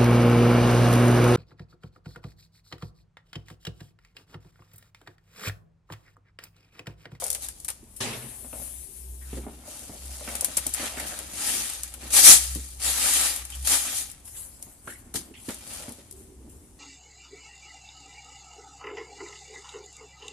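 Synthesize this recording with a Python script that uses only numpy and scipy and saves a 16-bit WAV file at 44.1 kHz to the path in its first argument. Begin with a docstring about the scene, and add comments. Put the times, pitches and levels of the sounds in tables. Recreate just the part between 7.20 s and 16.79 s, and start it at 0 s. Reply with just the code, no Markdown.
"""Beans patter through plastic bins while a sorting machine hums; soon a valve spits, blasts and hisses on.
Then the bins are pulled out: knocks, clicks, creaks and scuffs join rushes of beans, the fiercest at five seconds.
Later come loose beans and brushing clothes; a faint hollow tone appears early and again near the end.
Beans and rubbing are showers of tiny impacts, knocks are pushed resonances, air is shaped noise, the hum two sines.
A hand-held camera with two microphone ports stands close by in a workshop."""
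import sys
import numpy as np
from scipy import signal
from scipy.fft import rfft, irfft, next_fast_len
from scipy.io import wavfile
from scipy.ndimage import uniform_filter1d, map_coordinates

SR = 44100
rng = np.random.default_rng(int(sys.argv[2]) if len(sys.argv) > 2 else 0)


def store_pcm(level_fs):
    """Save levels as 16-bit WAV."""
    pcm = np.round(np.clip(level_fs, -1, 1) * 32767).astype(np.int16)
    wavfile.write(sys.argv[1], SR, np.atleast_2d(pcm).T)


N = 422912

# Levels in the tables are before the small trims set in each source's function.
# Beans sliding over plastic as a bin tilts. Each row: start in seconds, rise in seconds, hold in seconds,
# fall time t60 in seconds, patter level in dB, bin wall level in dB.
SLIDES = [(-0.01, 0.0085, 0.022, 1.1, -38.5, -59), (0.19, 0.038, .025, 0.29, -41.5, -55.5),
          (0.33, .06, .05, .4, -56, -87), (0.48, .015, .02, .35, -50, -82),
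          (2.0, .16, 0.017, 0.32, -48.5, -57), (2.27, 0.029, 0.12, .6, -59.5, -66),
          (2.41, 0.093, 0.072, 2.1, -44.5, -60), (2.66, 0.27, 0.18, .7, -44.5, -59),
          (3.0, 0.1, 0.52, 1, -43.5, -52), (3.52, .08, 0.057, 0.64, -38, -42),
          (3.74, .04, 0.12, 2.2, -41.5, -49), (4.08, .2, .07, 1.06, -29.5, -40),
          (4.76, 0.077, 0.076, 0.58, -47, -52.5), (4.912, 0.079, 0.0048, 0.23, -12, -26.5),
          (5.022, 0.057, 0.038, .15, 3, -14), (5.15, .06, 0.023, 0.38, -32, -54.5),
          (5.585, 0.076, 0.025, 0.84, -26.5, -37.5), (5.7, 0.14, 0.22, 0.52, -25, -35),
          (6.28, 0.025, 0.16, .9, -46.5, -59), (6.435, .09, 0.015, .42, -21.5, -33.5),
          (6.56, 0.097, 0.089, 0.53, -34.5, -43.5), (6.71, 0.051, 0.03, 0.3, -30.5, -59),
          (8.22, 0.053, 0.081, 1.4, -48.5, -58), (8.41, 0.096, 0.082, 0.87, -43, -53.5)]
# Heaps of beans jolted in a bin. Each row: start in seconds, level in dB, fall time t60 in seconds.
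JOLTS = [(3.865, -43, 0.25), (4.902, -36.5, 0.13), (4.93, -32.5, 0.23), (4.962, -15, 0.056),
         (6.447, -37.5, .15), (6.471, -24.5, 0.088), (7.939, -33, 0.15), (7.954, -29, .17),
         (8.302, -37, 0.076)]
# Clearest clicks of beans and bin rims. Each row: time in seconds, snap peak in dB, body in dB re snap peak.
CLICKS = [(0.0395, -14.5, -31), (0.0643, -20.5, -31.5), (0.0802, -21, -20), (0.1016, -11.5, -24),
          (0.1137, -18.5, -29), (0.1287, -17, -25), (0.1476, -18.5, -11.5), (0.2209, -27, -17),
          (0.2455, -24, -18), (0.2853, -23.5, -11.5), (0.4003, -29.5, -33), (0.4462, -23.5, -19),
          (0.4814, -20.5, -11), (0.485, -18, -11), (0.5016, -19.5, -14.5), (3.2088, -12, -34.5),
          (3.245, -10.5, -20), (3.3682, -13, -34), (3.371, -9, -15.5), (3.3804, -20.5, -6),
          (3.4655, -15.5, -23.5), (3.5375, -17, -27.5), (3.545, -16.5, -9.5), (3.798, -21.5, -3.5),
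          (4.4982, -19.5, -11), (4.534, -24.5, -12), (4.633, -20, -16.5), (4.7387, -24.5, -11.5),
          (5.9354, -12.5, -23.5), (6.4717, -16, -15), (6.899, -30.5, -20.5), (6.914, -29, -20.5),
          (7.0534, -38.5, -21), (7.0773, -36, -11.5), (7.425, -25, -40), (8.2867, -31.5, 4.5),
          (8.343, -29, -26.5), (8.6921, -32.5, -28), (8.7208, -30.5, -30), (8.9101, -31.5, -26.5),
          (8.9244, -33.5, -33), (9.2956, -43, -21)]
# Dull knocks on the bins. Each row: time in seconds, low ring peak in dB, mid ring in dB re that peak,
# upper ring in dB re that peak.
KNOCKS = [(0.021, -47, 21, 10), (0.059, -52.5, 17, 18), (0.627, -45.5, -25, -30), (1.244, -45, 5.5, 0),
          (1.329, -38.5, 5.5, 2.5), (2.129, -28.5, -9.5, -10), (2.168, -31.5, -21, -17),
          (2.265, -30, 1.5, -18), (2.477, -46.5, 10.5, -9), (2.694, -33.5, -1, -17), (3.008, -45, 12, 1),
          (3.076, -35, 1.5, 9), (3.15, -41, 9, 9), (3.221, -49.5, 18.5, -3), (3.282, -40, 3, -5),
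          (3.371, -33, 2, -1), (3.461, -33.5, 2, -3), (3.596, -31.5, -2, 5.5), (3.629, -32, 4, -4),
          (3.772, -31.5, -3, 5), (4.831, -38.5, 1, 1), (5.09, -22.5, -20, -15), (5.357, -30.5, -13, -30),
          (6.52, -37, -4, -15), (6.666, -42.5, -3, -8), (7.465, -45, -4, -9.5), (7.673, -38, 3.5, 3),
          (7.946, -26.5, -1.5, -25), (8.106, -43, -19, -20), (8.283, -25.5, -21, -28), (8.296, -32.5, 4, 1),
          (8.681, -31, -2, -10), (8.783, -41, -17, -22), (9.245, -45, -17, -26), (9.275, -42, -10, -26)]
# Bins rubbing on their blocks and in the hands, shove by shove. Each row: start in seconds, rise in seconds,
# hold in seconds, fall time t60 in seconds, low flex level in dB, scrape level in dB.
RUBS = [(-0.01, .01, 0.1, .65, -60, -47), (1.15, 0.24, 0.035, 0.77, -54, -51.5),
        (2.02, 0.23, 0.093, 0.36, -44, -50.5), (2.3, 0.17, .45, 1.4, -53, -52),
        (3.0, 0.1, 0.087, .8, -46.5, -44), (3.65, 0.11, 0.072, 2, -46, -44),
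        (4.05, 0.26, 0.062, 0.46, -43.5, -63), (4.7, 0.15, .03, 0.43, -47.5, -46),
        (6.8, 0.11, 0.88, 1.3, -66, -66), (7.45, 0.26, .55, 1.1, -55, -62.5),
        (8.35, 0.075, 0.23, 0.86, -52, -50.5), (8.8, 0.17, 0.47, .9, -54, -67)]
# Raspy scuffs of shoes and bin edges. Each row: start in seconds, level in dB, fall time t60 in seconds,
# centre in Hz.
SCUFFS = [(2.01, -50, 0.25, 1480), (3.077, -43, 0.15, 1930), (3.595, -43, 0.15, 2000),
          (3.64, -45.5, 0.093, 2800), (3.772, -46.5, 1, 1500), (6.318, -42, 0.12, 3120),
          (7.672, -37, 0.12, 1550), (7.69, -57, 0.28, 2600), (7.722, -57, 0.26, 1900),
          (8.138, -48, 0.27, 2650)]
# Sleeves and trousers brushing. Each row: start in seconds, rise in seconds, hold in seconds,
# fall time t60 in seconds, level in dB.
BRUSHES = [(7.03, .03, 0.13, 0.61, -49), (7.12, 0.061, .025, 0.81, -43.5), (7.39, 0.036, .02, 0.98, -52),
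           (7.62, .06, .02, 0.59, -47.5), (7.99, .03, .04, 0.37, -56), (8.14, 0.095, 0.018, .3, -51),
           (8.93, 0.0383, 0.029, .6, -56.5), (9.28, .02, .02, 1, -58.5)]
# Air leaking from the valves. Each row: time in seconds, level in dB.
LEAK = [(0.55, -78.5), (0.798, -54), (0.938, -47), (1.304, -46), (1.42, -41), (1.65, -47.5), (2.028, -51.5),
        (2.45, -63.5)]
# A hollow tone that comes and goes. Each row: start in seconds, rise in seconds, hold in seconds,
# fall time t60 in seconds, level in dB.
HOLLOW = [(1.58, 0.062, 0.26, .6, -62), (8.89, .035, 0.18, 0.58, -55.5)]
# The vibrator swelling and sinking. Each row: time in seconds, hum level in dB.
VIBRATOR = [(0.0, -52), (0.21, -42), (0.65, -74), (1.4, -43.5), (1.74, -51), (1.9, -31.5), (2.3, -35.5),
            (2.54, -54), (3.0, -34), (3.2, -43), (4.5, -49.5), (4.85, -39), (5.2, -33), (5.9, -38.5),
            (6.45, -36.5), (6.7, -53), (9.0, -58), (9.4, -44)]

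# Resonances of the bin floor, long walls, ribs and rim, and of a bin rung by the sliding heap.
# Each row: centre in Hz, width in Hz, relative level in dB (for the last: over the direct rush).
FLOOR_MODES = [(126, 130, -3), (243, 67, -0.5), (300, 150, -3.5), (430, 130, -17.5)]
WALL_MODES = [(488, 120, 2), (575, 110, 8.5), (695, 41, 2.5), (794, 25, -11)]
RIB_MODES = [(1450, 190, 8), (1790, 90, 6.5), (2170, 290, 7), (2660, 290, 1)]
HEAP_MODES = [(280, 45, -2.5), (700, 210, -2.5), (1320, 92, -7.5), (3370, 37, -14.5)]

# Spectra of each noise or impact layer. Each row: frequency in Hz, relative level in dB per Hz.
BEAN_SPECTRUM = [(110, -30), (220, -17.5), (450, -18), (1000, -13.5), (1900, -9), (3000, -8), (4000, -7),
                 (5500, -7.5), (7000, -3.5), (8200, -4), (9800, 0), (11500, -5.5), (14200, -17),
                 (15500, -24)]
CLICK_SPECTRUM = [(1500, -32), (3800, -16), (6500, -6.5), (9800, 3), (12000, -5), (15000, -13.5)]
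CLICK_BODY_SPECTRUM = [(200, -37), (600, -10.5), (1500, -8.5), (3000, -8.5), (6000, -14.5)]
FABRIC_SPECTRUM = [(2500, -17.5), (5000, -17), (6500, -11), (7900, -4), (9800, -0.5), (11500, -5),
                   (14400, -16)]
HISS_SPECTRUM = [(710, -58), (1200, -27.5), (1830, -19.5), (2100, -21.5), (2440, -18), (2880, -17.5),
                 (5160, -16.5), (10000, 2), (14100, -11.5), (14500, -13), (15000, -50)]
BLAST_SPECTRUM = [(50, -26), (85, -12.5), (120, 13.5), (165, -12), (230, 6), (310, -7.5), (390, -1.5),
                  (600, -6.5), (1400, -10), (2900, -5), (5300, -8), (9400, -6.5), (14000, -26)]
RUMBLE_SPECTRUM = [(18, -17.5), (32, -0.5), (50, 4.5), (72, 5), (150, -7.5), (280, -8.5), (420, -17),
                   (950, -19.5), (1400, -27.5), (4500, -29), (9700, -17.5), (14500, -36.5)]

# How fast each frequency dies. Each row: frequency in Hz, decay time t60 in seconds.
BLAST_FALL = [(120, 0.92), (500, 0.94), (2000, 0.82), (10000, 0.42)]
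WORKSHOP_DECAY = [(150, 0.41), (2000, 0.74), (10000, 0.3)]
BIN_DECAY = [(300, 0.1), (3000, 0.1), (10000, 0.029)]

# Stereo likeness. Each row: frequency in Hz, left-right correlation from 0 to 1.
LIKENESS = [(60, 0.93), (290, 0.92), (640, 0.67), (1400, 0.23), (3090, 0.24), (6800, 0)]
# Balance of the microphone ports. Each row: frequency in Hz, left minus right in dB.
PORT_BALANCE = [(60, 0), (1800, -1.5), (3300, 0.5), (4600, 2.5), (5500, 1), (7000, -4), (8200, -0.5),
                (10000, 16.5), (12400, 13.5), (14300, 6)]

RISE_POWER = 1.25  # every movement gathers speed along this power of time
STRAGGLERS_DB, STRAGGLERS_T60 = -33.5, 1.4  # faint tail of a movement: dB re peak, seconds
# Single bean hops: tries a second, dB over the heap's level, ceiling in dB before the scatter
HOP_RATE, HOP_OVER_DB, HOP_MAX_DB = 14, 13.5, -28.5
HOP_SCATTER_DB, HOP_BODY_DB = 4, -14  # spread of the peaks; body re peak
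SNAP_T60 = 0.0097  # seconds
HUM_SWAY_DB, HUM_SWAY_RATE = 2.5, 10  # depth in dB, random knots a second
TOP_HZ = 14400  # nothing passes from here up


def amp(db):
    """Decibels to gain."""
    return 10 ** (np.asarray(db) / 20)


def unit(x):
    """Scale so that the middle of the stereo image has rms 1."""
    middle = np.atleast_2d(x).mean(0)
    return x / np.sqrt(np.mean(middle ** 2) + 1e-20)


def along(points, hz):
    """Interpolate (Hz, value) points on a log frequency axis."""
    f, v = np.transpose(points)
    return np.interp(np.log(hz + 1), np.log(np.abs(f) + 1), v)


def wobble(rate):
    """A smooth random curve through normally scattered knots, rate knots a second."""
    knots = rng.standard_normal(int(N * rate / SR) + 4)
    return map_coordinates(knots, [np.arange(N) * rate / SR])


def fade(t, t60):
    """Exponential decay by 60 dB in t60 seconds."""
    return np.exp(-np.log(1000) * t / t60)


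def curve(rows):
    """One gain per sample along (s, dB) points; -120 dB outside them, with soft edges."""
    s, db = np.transpose(rows)
    level_db = np.interp(np.arange(N) / SR, s, db, left=-120, right=-120)
    return uniform_filter1d(amp(level_db), size=300)


def movements(rows):
    """One envelope per dB column: every movement gathers speed, holds, dies away and leaves a faint tail."""
    t, power = np.arange(N) / SR, 0
    for s, rise, hold, t60, *levels in rows:
        after = np.maximum(t - s - rise - hold, 0)
        attack = np.clip((t - s) / rise, 0, 1) ** RISE_POWER
        stragglers = amp(STRAGGLERS_DB) * fade(after, STRAGGLERS_T60)
        shape = attack * np.maximum(fade(after, t60), stragglers)
        power = power + np.outer(amp(levels), shape) ** 2
    return np.sqrt(power)


def strokes(rows, rise=.004):
    """The summed envelope of quick (s, dB, t60) strokes that each die away."""
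    t = np.arange(N) / SR
    return sum(amp(db) * np.clip((t - s) / rise, 0, 1) * fade(np.abs(t - s), t60) for s, db, t60 in rows)


def filtered(x, response):
    """x times a response of frequency."""
    n = x.shape[-1]
    m = next_fast_len(n + 8192)
    return irfft(rfft(x, m) * response(np.fft.rfftfreq(m, 1 / SR)), m)[..., :n]


def colour(x, spectrum):
    """x shaped by (Hz, dB) points."""
    return filtered(x, lambda hz: amp(along(spectrum, hz)))


def modal(modes, f):
    """The summed response of (Hz, width, dB) resonances, each at its own dB level at its peak."""
    return sum(amp(db) * 1j * f * w / (c * c - f * f + 1j * f * w) for c, w, db in modes)


def ring(x, modes):
    """x through a group of resonances; soft plastic radiates little below or above them."""
    lowest, highest = modes[0][0], modes[-1][0]

    def soft_top(u):
        return 1 / (1 + np.sqrt(2) * 1j * u - u * u) ** 2

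    def response(f):
        low_cut = 1j * f / (lowest + 1j * f)
        return modal(modes, f) * low_cut * soft_top(f / highest / np.sqrt(2))
    return filtered(x, response)


def spread(pair):
    """Two unrelated signals to left and right: alike in the bass, unrelated in the treble."""
    def weights(hz):
        turn = np.arccos(np.clip(along(LIKENESS, hz), -1, 1)) / 2
        return np.array([np.cos(turn), np.sin(turn)])
    mid, side = filtered(pair, weights)
    return np.array([mid + side, mid - side])


def noise(count=N):
    """White stereo noise."""
    return spread(rng.standard_normal((2, count)))


def grains(rate, scatter_db):
    """Random tiny impacts of scattered size, rate a second, evened in level as the rate changes."""
    hit = rng.random((2, N)) < rate / SR
    sizes = rng.standard_normal((2, N)) * amp(scatter_db * rng.standard_normal(N))
    return unit(spread(hit * sizes / np.sqrt(rate)))


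def patchy(x, depth_db):
    """The colour of x shifts in patches some hundred hertz wide and some tens of milliseconds long."""
    z = signal.stft(x, nperseg=512)[2]
    field = rng.standard_normal(z.shape[1:])
    for axis in (0, 1):
        field = uniform_filter1d(field, size=7, axis=axis)
    return signal.istft(z * amp(depth_db * field / field.std()), nperseg=512)[1][:, :N]


def tail(decays, count=SR // 2):
    """Stereo noise in which each frequency dies at its own speed, scaled to energy 1 on the left."""
    hz, t, z = signal.stft(noise(count), SR, nperseg=128)
    decay = amp(-60 * t / along(decays, hz)[:, None])
    x = signal.istft(z * decay, SR, nperseg=128)[1]
    return x / np.linalg.norm(x[0])


def echo(x, decays):
    """The answer of a space to x, after a gap of 1.4 ms."""
    delayed = np.pad(tail(decays), ((0, 0), (SR // 700, 0)))
    return signal.fftconvolve(x, delayed, axes=1)[:, :N]


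def add(track, s, sound):
    """Mix a sound into the track at time s."""
    part = track[:, max(round(s * SR), 0):][:, :sound.shape[-1]]
    part += sound[..., :part.shape[1]]


def beans(heap, split_hz=3800, calm_rate=3500, rush_rate=400000, patter_db=-0.25, wall_db=1.0,
          clump_db=2.0, smooth_db=-33):
    """Sliding beans: the faster the heap, the denser its impacts; their shells patter and the bin walls rattle."""
    jolt = strokes(JOLTS)
    patter, wall = heap + [jolt, amp(-13.0) * jolt]
    impacts = grains(calm_rate + rush_rate * patter, scatter_db=0.5) * amp(0.15 * wobble(70))
    in_bin = patchy(impacts + .3 * echo(impacts, BIN_DECAY), depth_db=1.4)
    rush = filtered(in_bin, lambda hz: amp(along(BEAN_SPECTRUM, hz)) * (1 + modal(HEAP_MODES, hz)))
    low = filtered(rush, lambda hz: 1 / (1 + (hz / split_hz) ** 4))
    # a slow heap tumbles in clumps, a fast one flows evenly
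    clumps = amp(clump_db * wobble(55) / (1 + patter / amp(smooth_db)))
    shells = amp(patter_db) * patter * unit(rush - low)
    rattle = amp(wall_db) * wall * clumps * unit(low)
    return shells + rattle


def hops(heap):
    """Random (s, peak dB, body dB) ticks of single beans, following the strength of the heap's movement."""
    count = int(HOP_RATE * N / SR)
    places = rng.random(count) * (N - 1)
    heap_db = 20 * np.log10(heap[places.astype(int)] + 1e-9)
    peaks = np.minimum(heap_db + HOP_OVER_DB, HOP_MAX_DB)
    peaks = peaks + HOP_SCATTER_DB * rng.standard_normal(count)
    return [(place / SR, db, HOP_BODY_DB) for place, db in zip(places, peaks)]


def clicks(rows, snap_db=0.0, body_db=0, bounce_db=-14, bounce_t60=0.086, body_t60=0.07, rise=0.0008):
    """A hard snap and its quick reflections between the bin walls; the plastic body answers for longer."""
    out, t = np.zeros((2, N)), np.arange(SR // 10) / SR
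    contact = 1 - np.exp(-t / rise)
    snap = fade(t, SNAP_T60) + amp(bounce_db) * fade(t, bounce_t60)
    answer = fade(t, body_t60)
    for s, db, body in rows:
        parts = ((snap, CLICK_SPECTRUM, snap_db), (answer, CLICK_BODY_SPECTRUM, body + body_db))
        for shape, spectrum, level in parts:
            sound = colour(noise(len(t)) * contact * shape, spectrum)
            peak = np.abs(sound.mean(0)).max()
            add(out, s + 0.00044, amp(db + level) * sound / peak)
    return out


def knocks(low_db=1.5, mid_db=-1, high_db=-1, chatter=0.071, chatter_t60=0.14, vary_db=3):
    """Each knock is one push and a short chatter of the loose bin; where it lands decides which modes ring most."""
    out, t = np.zeros((2, N)), np.arange(SR // 5) / SR
    for s, db, mid, high in KNOCKS:
        push = chatter * noise(len(t)) * fade(t, chatter_t60)
        push[:, 0] += 1
        groups = ((FLOOR_MODES, low_db), (WALL_MODES, mid + mid_db), (RIB_MODES, high + high_db))
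        for modes, level in groups:
            struck = [(hz, width, g + vary_db * rng.standard_normal()) for hz, width, g in modes]
            sound = ring(push, struck)
            peak = np.abs(sound.mean(0)).max()
            add(out, s + .001, amp(db + level) * sound / peak)
    return out


def rubbing(flex_db=-2, scrape_db=-2, rasp_db=-10):
    """Plastic sticks and slips in uneven clumps that set the bin's floor, walls and ribs ringing."""
    flex, scrape = movements(RUBS)
    slips = patchy(grains(1500, scatter_db=2), depth_db=2.5) * amp(1.8 * wobble(28))
    walls = unit(ring(slips, WALL_MODES)) + amp(rasp_db) * unit(ring(slips, RIB_MODES))
    creak = amp(flex_db) * flex * unit(ring(slips, FLOOR_MODES))
    return creak + amp(scrape_db) * scrape * walls


def scuffs(scuff_db=2.0, width_octaves=0.4, skirt_db=-19):
    """Grit rasps briefly under a sole or a bin's edge, each time around its own pitch."""
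    grit = patchy(grains(3500, scatter_db=1.5), depth_db=5.5)
    out, t = np.zeros((2, N)), np.arange(SR // 3) / SR
    for s, db, t60, centre in SCUFFS:
        def band(hz):
            octaves = np.log2((hz + 1) / centre)
            skirt = amp(skirt_db) * np.exp(-(octaves / 2) ** 2)
            return np.exp(-(octaves / width_octaves) ** 2) + skirt
        rasp = unit(filtered(grit[:, round(s * SR):][:, :len(t)], band))
        envelope = np.clip(t / .004, 0, 1) * fade(t, t60)
        add(out, s, amp(db + scuff_db) * rasp * envelope)
    return out


def clothes(cloth_db=1.5, left_db=-0.5):
    """Fabric brushes softly as the bins are carried and set down: dense fibre grains, a little to the right."""
    fibres = colour(patchy(grains(13000, scatter_db=1), depth_db=3.5), FABRIC_SPECTRUM)
    brushing = amp(cloth_db + wobble(35)) * movements(BRUSHES)[0]
    return brushing * unit(fibres * amp([[left_db], [-left_db]]))


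def air(start=.803, blast_db=-31.0, leak_db=.5, opening=0.0039, turbulence_db=-0.9, crack=(.762, -40, .1)):
    """A valve spits (s, dB, t60), then dumps its pressure, the treble dying first; a leak hisses to the left."""
    flow = curve(LEAK) * amp(leak_db + 0.65 * wobble(25)) + strokes([crack])
    hiss = colour(patchy(noise(), depth_db=1.8), HISS_SPECTRUM)
    out = flow * unit(hiss * amp([[1.5], [-1.5]]))
    blast = colour(patchy(tail(BLAST_FALL, count=SR), depth_db=2), BLAST_SPECTRUM)
    t = np.arange(blast.shape[1]) / SR
    blast = blast * (1 - np.exp(-t / opening)) * amp(turbulence_db * wobble(60)[:len(t)])
    first_burst = blast.mean(0)[:SR // 25].std()  # strength of the first 40 ms
    add(out, start, amp(blast_db) * blast / first_burst)
    return out


def hollow(tone_hz=385, width_hz=35, tone_db=-2):
    """A faint, wavering hollow tone: a narrow band of noise that comes and goes."""
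    band = filtered(noise(), lambda hz: np.exp(-((hz - tone_hz) / width_hz) ** 2))
    return amp(tone_db) * movements(HOLLOW)[0] * unit(band)


def machine(hum_hz=64.1, drift_hz=1.4, hum_db=-6.0, second_db=-21, floor_db=-54):
    """The vibrator's wavering hum, a tone and its octave, over the dull rumble of the workshop."""
    phase = 2 * np.pi * np.cumsum(hum_hz + drift_hz * wobble(7.3)) / SR
    sway_db = HUM_SWAY_DB * wobble(HUM_SWAY_RATE) + 1.2 * wobble(27)
    tone = unit(np.sin(phase) + amp(second_db) * np.sin(2 * phase))
    hum = curve(VIBRATOR) * tone * amp(hum_db + sway_db)
    rumble = unit(colour(noise(), RUMBLE_SPECTRUM))
    return hum + amp(floor_db + 0.51 * wobble(8.7)) * rumble


def scene(room_db=-17):
    """Bins and beans sound in the workshop, with the machine behind them."""
    heap = movements(SLIDES)
    near = beans(heap) + clicks(CLICKS + hops(heap[0])) + knocks()
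    near = near + rubbing() + scuffs() + clothes()
    room = amp(room_db) * echo(near, WORKSHOP_DECAY)
    return near + room + air() + hollow() + machine()


def record(dry):
    """The two ports differ in treble response; the loudest rush overloads the input, and the top is cut off."""
    def ports(hz):
        ratio = amp(along(PORT_BALANCE, hz))
        even_power = np.sqrt(2 / (1 + ratio ** 2))
        return np.array([ratio, np.ones_like(ratio)]) * even_power
    clipped = np.clip(filtered(dry, ports), -1, 1)
    return filtered(clipped, lambda hz: hz < TOP_HZ)


dry = scene()
out = record(dry)
store_pcm(out)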